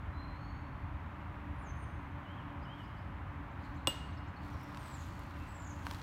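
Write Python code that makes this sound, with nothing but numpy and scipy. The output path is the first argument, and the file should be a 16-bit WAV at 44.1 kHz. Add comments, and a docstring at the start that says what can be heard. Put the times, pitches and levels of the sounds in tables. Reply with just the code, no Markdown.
"""A flying disc hits a chain basket

A thrown plastic disc hits the steel of a chain basket in a winter park. Its rim cracks, its body
gives a hollow knock, the steel clinks, and the trees hand the sound back. Small birds whistle in
the wood; later, dry leaves rustle and twigs snap under a walker's shoes. All the while a distant
road roars and far machinery hums."""
import sys
import numpy as np
from scipy import signal
from scipy.fft import rfft, irfft, next_fast_len
from scipy.io import wavfile

SR = 44100
rng = np.random.default_rng(int(sys.argv[2]) if len(sys.argv) > 2 else 0)


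def unload_audio(sound):
    """Save the sound as a 16-bit wav file, at the path given as the first command line argument."""
    columns = np.transpose(np.atleast_2d(sound))
    # keep every value between -1 and 1, then stretch to whole-number steps
    steps = np.round(np.clip(columns, -1, 1) * 32767)
    wavfile.write(sys.argv[1], SR, steps.astype(np.int16))


N = 265874
T = np.arange(N) / SR
FFT_SIZE = next_fast_len(N, True)
FREQS = np.fft.rfftfreq(FFT_SIZE, 1 / SR)

# Each touch of the rim as it chatters on the steel: start_s, force_db
RIM_TOUCHES = [(3.8723, -4), (3.8736, -6), (3.878, -24), (3.8807, -13)]
# Tone of the crack at each touch: pitch_hz, level_db
CRACK_TONE = [(300, -8), (1000, 9), (2200, -31), (3200, -9), (4600, -14), (7000, -20), (8500, 4.5),
              (10000, -34), (16000, -24)]
# Notes of the steel; close pairs throb: pitch_hz, level_db, fade_s
STEEL_NOTES = [(2842, -28, .145), (2846, -54.5, 1.0), (2879, -35.5, .11), (7960, -39, .18),
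               (8037, -49, .12), (8188, -38.5, .1), (8330, -35, .035), (8845, -51, .08), (9240, -53, .07),
               (11900, -53, .23), (12200, -45, .06), (12355, -46, .11), (12620, -50, .08),
               (15250, -54, .125), (15428, -51, .1)]
# Notes of the disc, cut short by its plastic: pitch_hz, level_db, fade_s
DISC_NOTES = [(136, -38, 0.07), (221, -42, 0.073), (307, -32.5, 0.046), (546, -29, 0.046),
              (705, -33.5, 0.023), (990, -30, 0.028), (1330, -39, 0.056), (1710, -39, 0.024),
              (3420, -20.5, 0.013), (3520, -47, 0.14), (3900, -31, 0.016), (5460, -29, 0.0087)]
# Tone of the blow as it bounces off the trunks: pitch_hz, level_db
ECHO_TONE = [(250, 0), (600, 10), (1100, 4), (2000, 0.5), (3400, 4.5), (5000, -4), (9000, -11),
             (10500, -19), (16000, -24)]


def disc_hits_basket(crack_db=-19.5, bend_cycles=1.3, air_hz=7000, echo_delay_s=0.034):
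    """The first blow sets steel and disc ringing, each touch adds a crack, and the wood answers."""
    steel = ring(STEEL_NOTES)
    # The soft disc takes time to bend, so its low notes start later.
    disc = sum(delay(ring([(hz, db, fade_s)]), bend_cycles / hz) for hz, db, fade_s in DISC_NOTES)
    cracks = sum(delay(gain(crack_db + force_db) * noise(tone(CRACK_TONE)) * fade(0.0066), start_s)
                 for start_s, force_db in RIM_TOUCHES)
    near_echo = gain(-46) * noise(tone(ECHO_TONE)) * fade(0.57)
    air = 1 / (1 + (FREQS / air_hz) ** 2)  # a long way through the wood dulls the sound
    far_echo = gain(-55) * noise(tone(ECHO_TONE) * air) * fade(1.0)
    dull_steel = filtered(steel, np.sqrt(air))
    steel_echo = gain(-20) * tree_echoes(dull_steel, fade_s=0.89, build_s=0.042, air_hz=10700)
    blow = steel + disc + near_echo + far_echo + delay(steel_echo, echo_delay_s)
    return cracks + delay(blow, RIM_TOUCHES[0][0])


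# Feet pressing into the leaves: peak_s, level_db
STEPS = [(2.8, -75.5), (3.65, -75.5), (4.45, -72), (4.84, -61), (5.02, -67.5), (5.4, -70), (5.9, -58.5),
         (6.02, -65)]
# Tone of dry leaves: pitch_hz, level_db
LEAF_TONE = [(500, -15.5), (1500, -6), (3000, 7), (4300, 3.5), (6000, -1.5), (9000, -5), (10400, -8),
             (12500, -5.5), (16000, -10)]


def rustling_leaves(press_s=0.055, settle_s=0.17, stir_from_s=4.43, stir_db=-69.5):
    """Leaves crackle in clusters of tiny grains under each step; walking keeps them stirring."""
    hiss = noise(tone(LEAF_TONE))
    grains_db = 2.5 * wander(400)
    clusters_db = wander(37)
    power = gain(stir_db) ** 2 * (T > stir_from_s)
    for peak_s, db in STEPS:
        weight = np.exp(-np.maximum((peak_s - T) / press_s, (T - peak_s) / settle_s))
        power += (gain(db) * weight) ** 2
    return normalize(hiss * gain(grains_db + clusters_db)) * np.sqrt(power)


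# Twigs and leaves breaking underfoot: start_s, tick_db, brightness_db_per_octave, ring_db
SNAPS = [(4.6337, -53, 14, -85), (4.747, -45, -5.5, -39.5), (4.773, -50, -2, -42), (5.193, -54, 4, -51),
         (5.8677, -43.5, -2.5, -28.5), (5.9113, -41.5, -2, -37.5), (5.9458, -42, -4.5, -50),
         (6.017, -44, -5, -51)]
# Notes of a twig on the ground: pitch_hz, level_db, fade_s
TWIG_NOTES = [(960, -7.5, 0.033), (1230, -0.5, 0.012), (1540, -1, 0.011), (2120, -11, 0.011),
              (2730, -8, 0.0056), (4230, -15, 0.0079)]


def snapping_twigs(bass_cut_hz=750):
    """A breaking twig ticks and rings briefly; it is too thin to give off bass."""
    twig = signal.sosfilt(signal.butter(2, bass_cut_hz, "high", fs=SR, output="sos"), ring(TWIG_NOTES))
    octaves = np.log2((FREQS + 1) / 1000)
    snaps = 0
    for start_s, tick_db, brightness, ring_db in SNAPS:
        tick = noise(tone(LEAF_TONE) * gain(brightness * octaves)) * fade(0.015)
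        snaps += delay(gain(tick_db) * tick + gain(ring_db) * twig, start_s)
    return snaps


# Thin whistles that rise a little: start_s, length_s, first_hz, level_db
WHISTLES = [(0.128, 0.17, 3985, -66.5), (0.335, 0.28, 4270, -73), (0.33, 0.29, 6400, -87),
            (1.55, .07, 10000, -89), (1.576, .07, 8980, -80)]
# Hoarse rising peeps: start_s, level_db
PEEPS = [(2.615, -76), (2.825, -77), (2.965, -78)]
# Quick chips that flick up and drop back: start_s, level_db
CHIPS = [(3.503, -85), (3.627, -81), (3.748, -78), (4.128, -79), (4.266, -80)]


def rising_calls(note):
    """Birds slide their pitch up in whistles, peeps and chips."""
    whistles = sum(note(start_s, slide(hz, 0.038, length_s), db, buzz=0.073)
                   for start_s, length_s, hz, db in WHISTLES)
    peep_hz = glide([(0, 4700), (0.048, 5200)])
    peeps = sum(note(start_s, peep_hz, db, buzz=0.4) for start_s, db in PEEPS)
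    chip_hz = glide([(0, 5750), (0.015, 6550), (0.025, 7750), (0.033, 6400)])
    chips = sum(note(start_s, chip_hz, db, buzz=0.22) for start_s, db in CHIPS)
    return whistles + peeps + chips


# High calls that swoop onto a held pitch: start_s, held_hz, level_db
SWOOPS = [(1.619, 6270, -68), (1.745, 8940, -75)]
# Notes that slide down, quickly at first: start_s, length_s, first_hz, level_db, buzz (0 to 1)
SLURS = [(4.17, 0.02, 5480, -71, 0.15), (4.361, 0.024, 4520, -68, .3), (4.496, 0.29, 5740, -76, 0.56),
         (5.33, 0.14, 2820, -68, 0.17), (5.749, 0.092, 2850, -72, 0)]
# Long falling calls that start pure and end in a buzz: start_s, first_hz, level_db
LONG_CALLS = [(4.777, 9000, -66.5), (5.468, 8110, -65)]


def falling_calls(note, end_hz=6300):
    """Birds let their pitch drop in swoops, slurs and long calls."""
    drop_hz = 1600 * np.maximum(1 - progress(0.105) / 0.55, 0)  # lands just past halfway
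    swoops = sum(note(start_s, hz + drop_hz, db, buzz=0.28, swell_db=21) for start_s, hz, db in SWOOPS)
    slurs = sum(note(start_s, slide(hz, -0.071, length_s), db, buzz)
                for start_s, length_s, hz, db, buzz in SLURS)
    along = progress(0.28)
    long_calls = sum(note(start_s, hz + (end_hz - hz) * along, db, buzz=0.97 * along, swell_db=9)
                     for start_s, hz, db in LONG_CALLS)
    return swoops + slurs + long_calls


# Each time the song is sung: start_s, level_db
SONGS = [(2.243, -64.5), (2.645, -62)]
# The tune, one list for each note: time_in_song_s, pitch_hz
SONG_NOTES = [
    [(0, 3170), (.025, 2874), (.06, 3094), (.112, 3260)],
    [(.132, 3550), (.155, 2977), (.19, 2860)],
]


def two_note_song(note, softer_db=1.5):
    """A bird sings two nearly pure notes, the second a little softer."""
    return sum(note(start_s + path[0][0], glide(path), db - i * softer_db, buzz=0.05)
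               for start_s, db in SONGS for i, path in enumerate(SONG_NOTES))


def far_flock(note, count=24):
    """A far flock twitters in short falling notes at random times."""
    starts_s = rng.uniform(3.5, 5.3, count)
    pitches_hz = rng.normal(4450, 200, count)
    return sum(note(start_s, slide(hz, -0.071, length_s=0.0806), db=-77, buzz=0.69)
               for start_s, hz in zip(starts_s, pitches_hz))


def birds():
    """All the calls are made of fluttering whistles, and the wood echoes them."""
    flutter_hz = 445 * wander(220)
    tremble = gain(2.5 * wander(50))

    def note(start_s, pitch_hz, db, buzz, swell_db=0):
        """One whistle that swells and fades; buzz shakes its pitch, swell_db lifts its end."""
        along = np.linspace(0, 1, len(pitch_hz))
        span = (int(start_s * SR) + np.arange(len(pitch_hz))) % N
        phase = 2 * np.pi * np.cumsum(pitch_hz + buzz * flutter_hz[span]) / SR
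        loudness = np.sqrt(along * (1 - along)) * gain(swell_db * along) * tremble[span]
        whistle = gain(db) * normalize(loudness * np.sin(phase))
        return delay(np.pad(whistle, (0, N)), start_s)

    calls = rising_calls(note) + falling_calls(note) + two_note_song(note) + far_flock(note)
    return gain(-0.5) * calls + gain(-7) * tree_echoes(calls, fade_s=1.5, build_s=0.0054, air_hz=10100)


# Tone of the distant road and the still air: pitch_hz, level_db
ROAD_TONE = [(20, -41), (35, -14), (52, -4.5), (82, 1), (120, -7), (200, -13.5), (310, -19.5), (470, -28.5),
             (1000, -17.5), (2100, -28), (3200, -39.5), (5000, -55), (8000, -61), (10400, -63.5),
             (12500, -62), (16000, -64.5)]
# How loud the engines rumble: time_s, level_db
RUMBLE_LEVELS = [(0, -41), (.35, -47.5), (.85, -42.5), (1.15, -48), (1.85, -44.5), (2.25, -51.5),
                 (3.3, -46.5), (4.5, -48), (6.03, -48)]


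def distant_road(rumble_hz=130):
    """Engines rumble and swell under the even roar of tyres."""
    roar = gain(-44) * noise(tone(ROAD_TONE))
    bass = 1 / (1 + (FREQS / rumble_hz) ** 4)
    rumble_db = np.interp(T, *np.transpose(RUMBLE_LEVELS)) - 0.24 * wander(4.9)
    engines = normalize(filtered(roar, bass)) * gain(rumble_db)
    tyres = filtered(roar, 1 - bass) * gain(0.33 * wander(1.5))
    return engines + tyres


# Hums of far machinery: pitch_hz, width_hz, level_db
HUMS = [(133.8, 3.7, -59), (182, 9.8, -65), (260.2, 3.8, -65), (289.16, 8.6, -58), (313.3, 14, -68.5),
        (574.6, 29, -67)]


def machinery_hum():
    """Each hum is a narrow band of noise, so it wavers."""
    return sum(gain(db) * noise(1 / (1 + (2 * (FREQS - hz) / width) ** 2)) for hz, width, db in HUMS)


def tree_echoes(sound, fade_s, build_s, air_hz, band_hz=2000):
    """Echoes from many trunks build up and die; the air eats the highs, twice as fast at air_hz."""
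    echoes = 0
    for hz in np.arange(0, 18000, band_hz):
        band = np.sqrt(np.maximum(1 - abs(FREQS - hz) / band_hz, 0))
        echoes += filtered(rng.standard_normal(N), band) * fade(fade_s / (1 + (hz / air_hz) ** 2))
    echoes *= 1 - np.exp(-T / build_s)
    return signal.fftconvolve(sound, echoes / np.sqrt(np.sum(echoes ** 2)))[:N]


def gain(db):
    """Turn decibels into a number to multiply by."""
    return 10 ** (np.asarray(db) / 20)


def normalize(sound):
    """Scale to an average power of 1."""
    return sound / np.sqrt(np.mean(sound ** 2))


def filtered(sound, gains):
    """Turn each frequency up or down by its gain."""
    return irfft(rfft(sound, FFT_SIZE) * gains, FFT_SIZE)[:N]


def noise(gains):
    """Noise of power 1, shaped by a gain at each frequency."""
    return normalize(filtered(rng.standard_normal(N), gains))


def tone(points):
    """A gain for each frequency, from (pitch_hz, level_db) points."""
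    hz, db = np.transpose(points)
    return gain(np.interp(np.log(FREQS + 1), np.log(hz), db))


def wander(rate_hz):
    """A smooth random wobble of typical size 1 that changes about rate_hz times a second."""
    return noise(np.exp(-(FREQS / rate_hz) ** 2) * (FREQS > 0))


def fade(fade_s):
    """Die away by 60 dB in fade_s seconds."""
    return np.exp(-np.minimum(np.log(1000) * T / fade_s, 100))


def delay(sound, wait_s):
    """The same sound, wait_s seconds later."""
    return np.concatenate([np.zeros(int(wait_s * SR)), sound])[:N]


def ring(notes):
    """A tapped object sounds all its notes at once, each fading at its own speed."""
    return sum(gain(db) * fade(fade_s) * np.sin(2 * np.pi * hz * T) for hz, db, fade_s in notes)


def progress(length_s):
    """Run from 0 to 1 over the length of a note."""
    return np.linspace(0, 1, int(length_s * SR))


def slide(hz, share, length_s):
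    """A pitch that leaves hz quickly and levels off a share higher (lower if negative)."""
    return hz * (1 + share * np.sin(np.pi / 2 * progress(length_s)))


def glide(points):
    """A pitch that passes through (time_s, pitch_hz) points."""
    times, hz = np.transpose(points)
    return np.interp(np.arange(times[0], times[-1], 1 / SR), times, hz)


def scene():
    """Everything as it reaches one microphone."""
    mix = disc_hits_basket() + birds() + rustling_leaves() + snapping_twigs()
    return (mix + distant_road() + machinery_hum())[None]


def record(dry, top_hz=15800):
    """Cut off the very highest sounds."""
    return signal.sosfilt(signal.ellip(10, 0.2, 70, top_hz, fs=SR, output="sos"), dry)


dry = scene()
out = record(dry)
unload_audio(out)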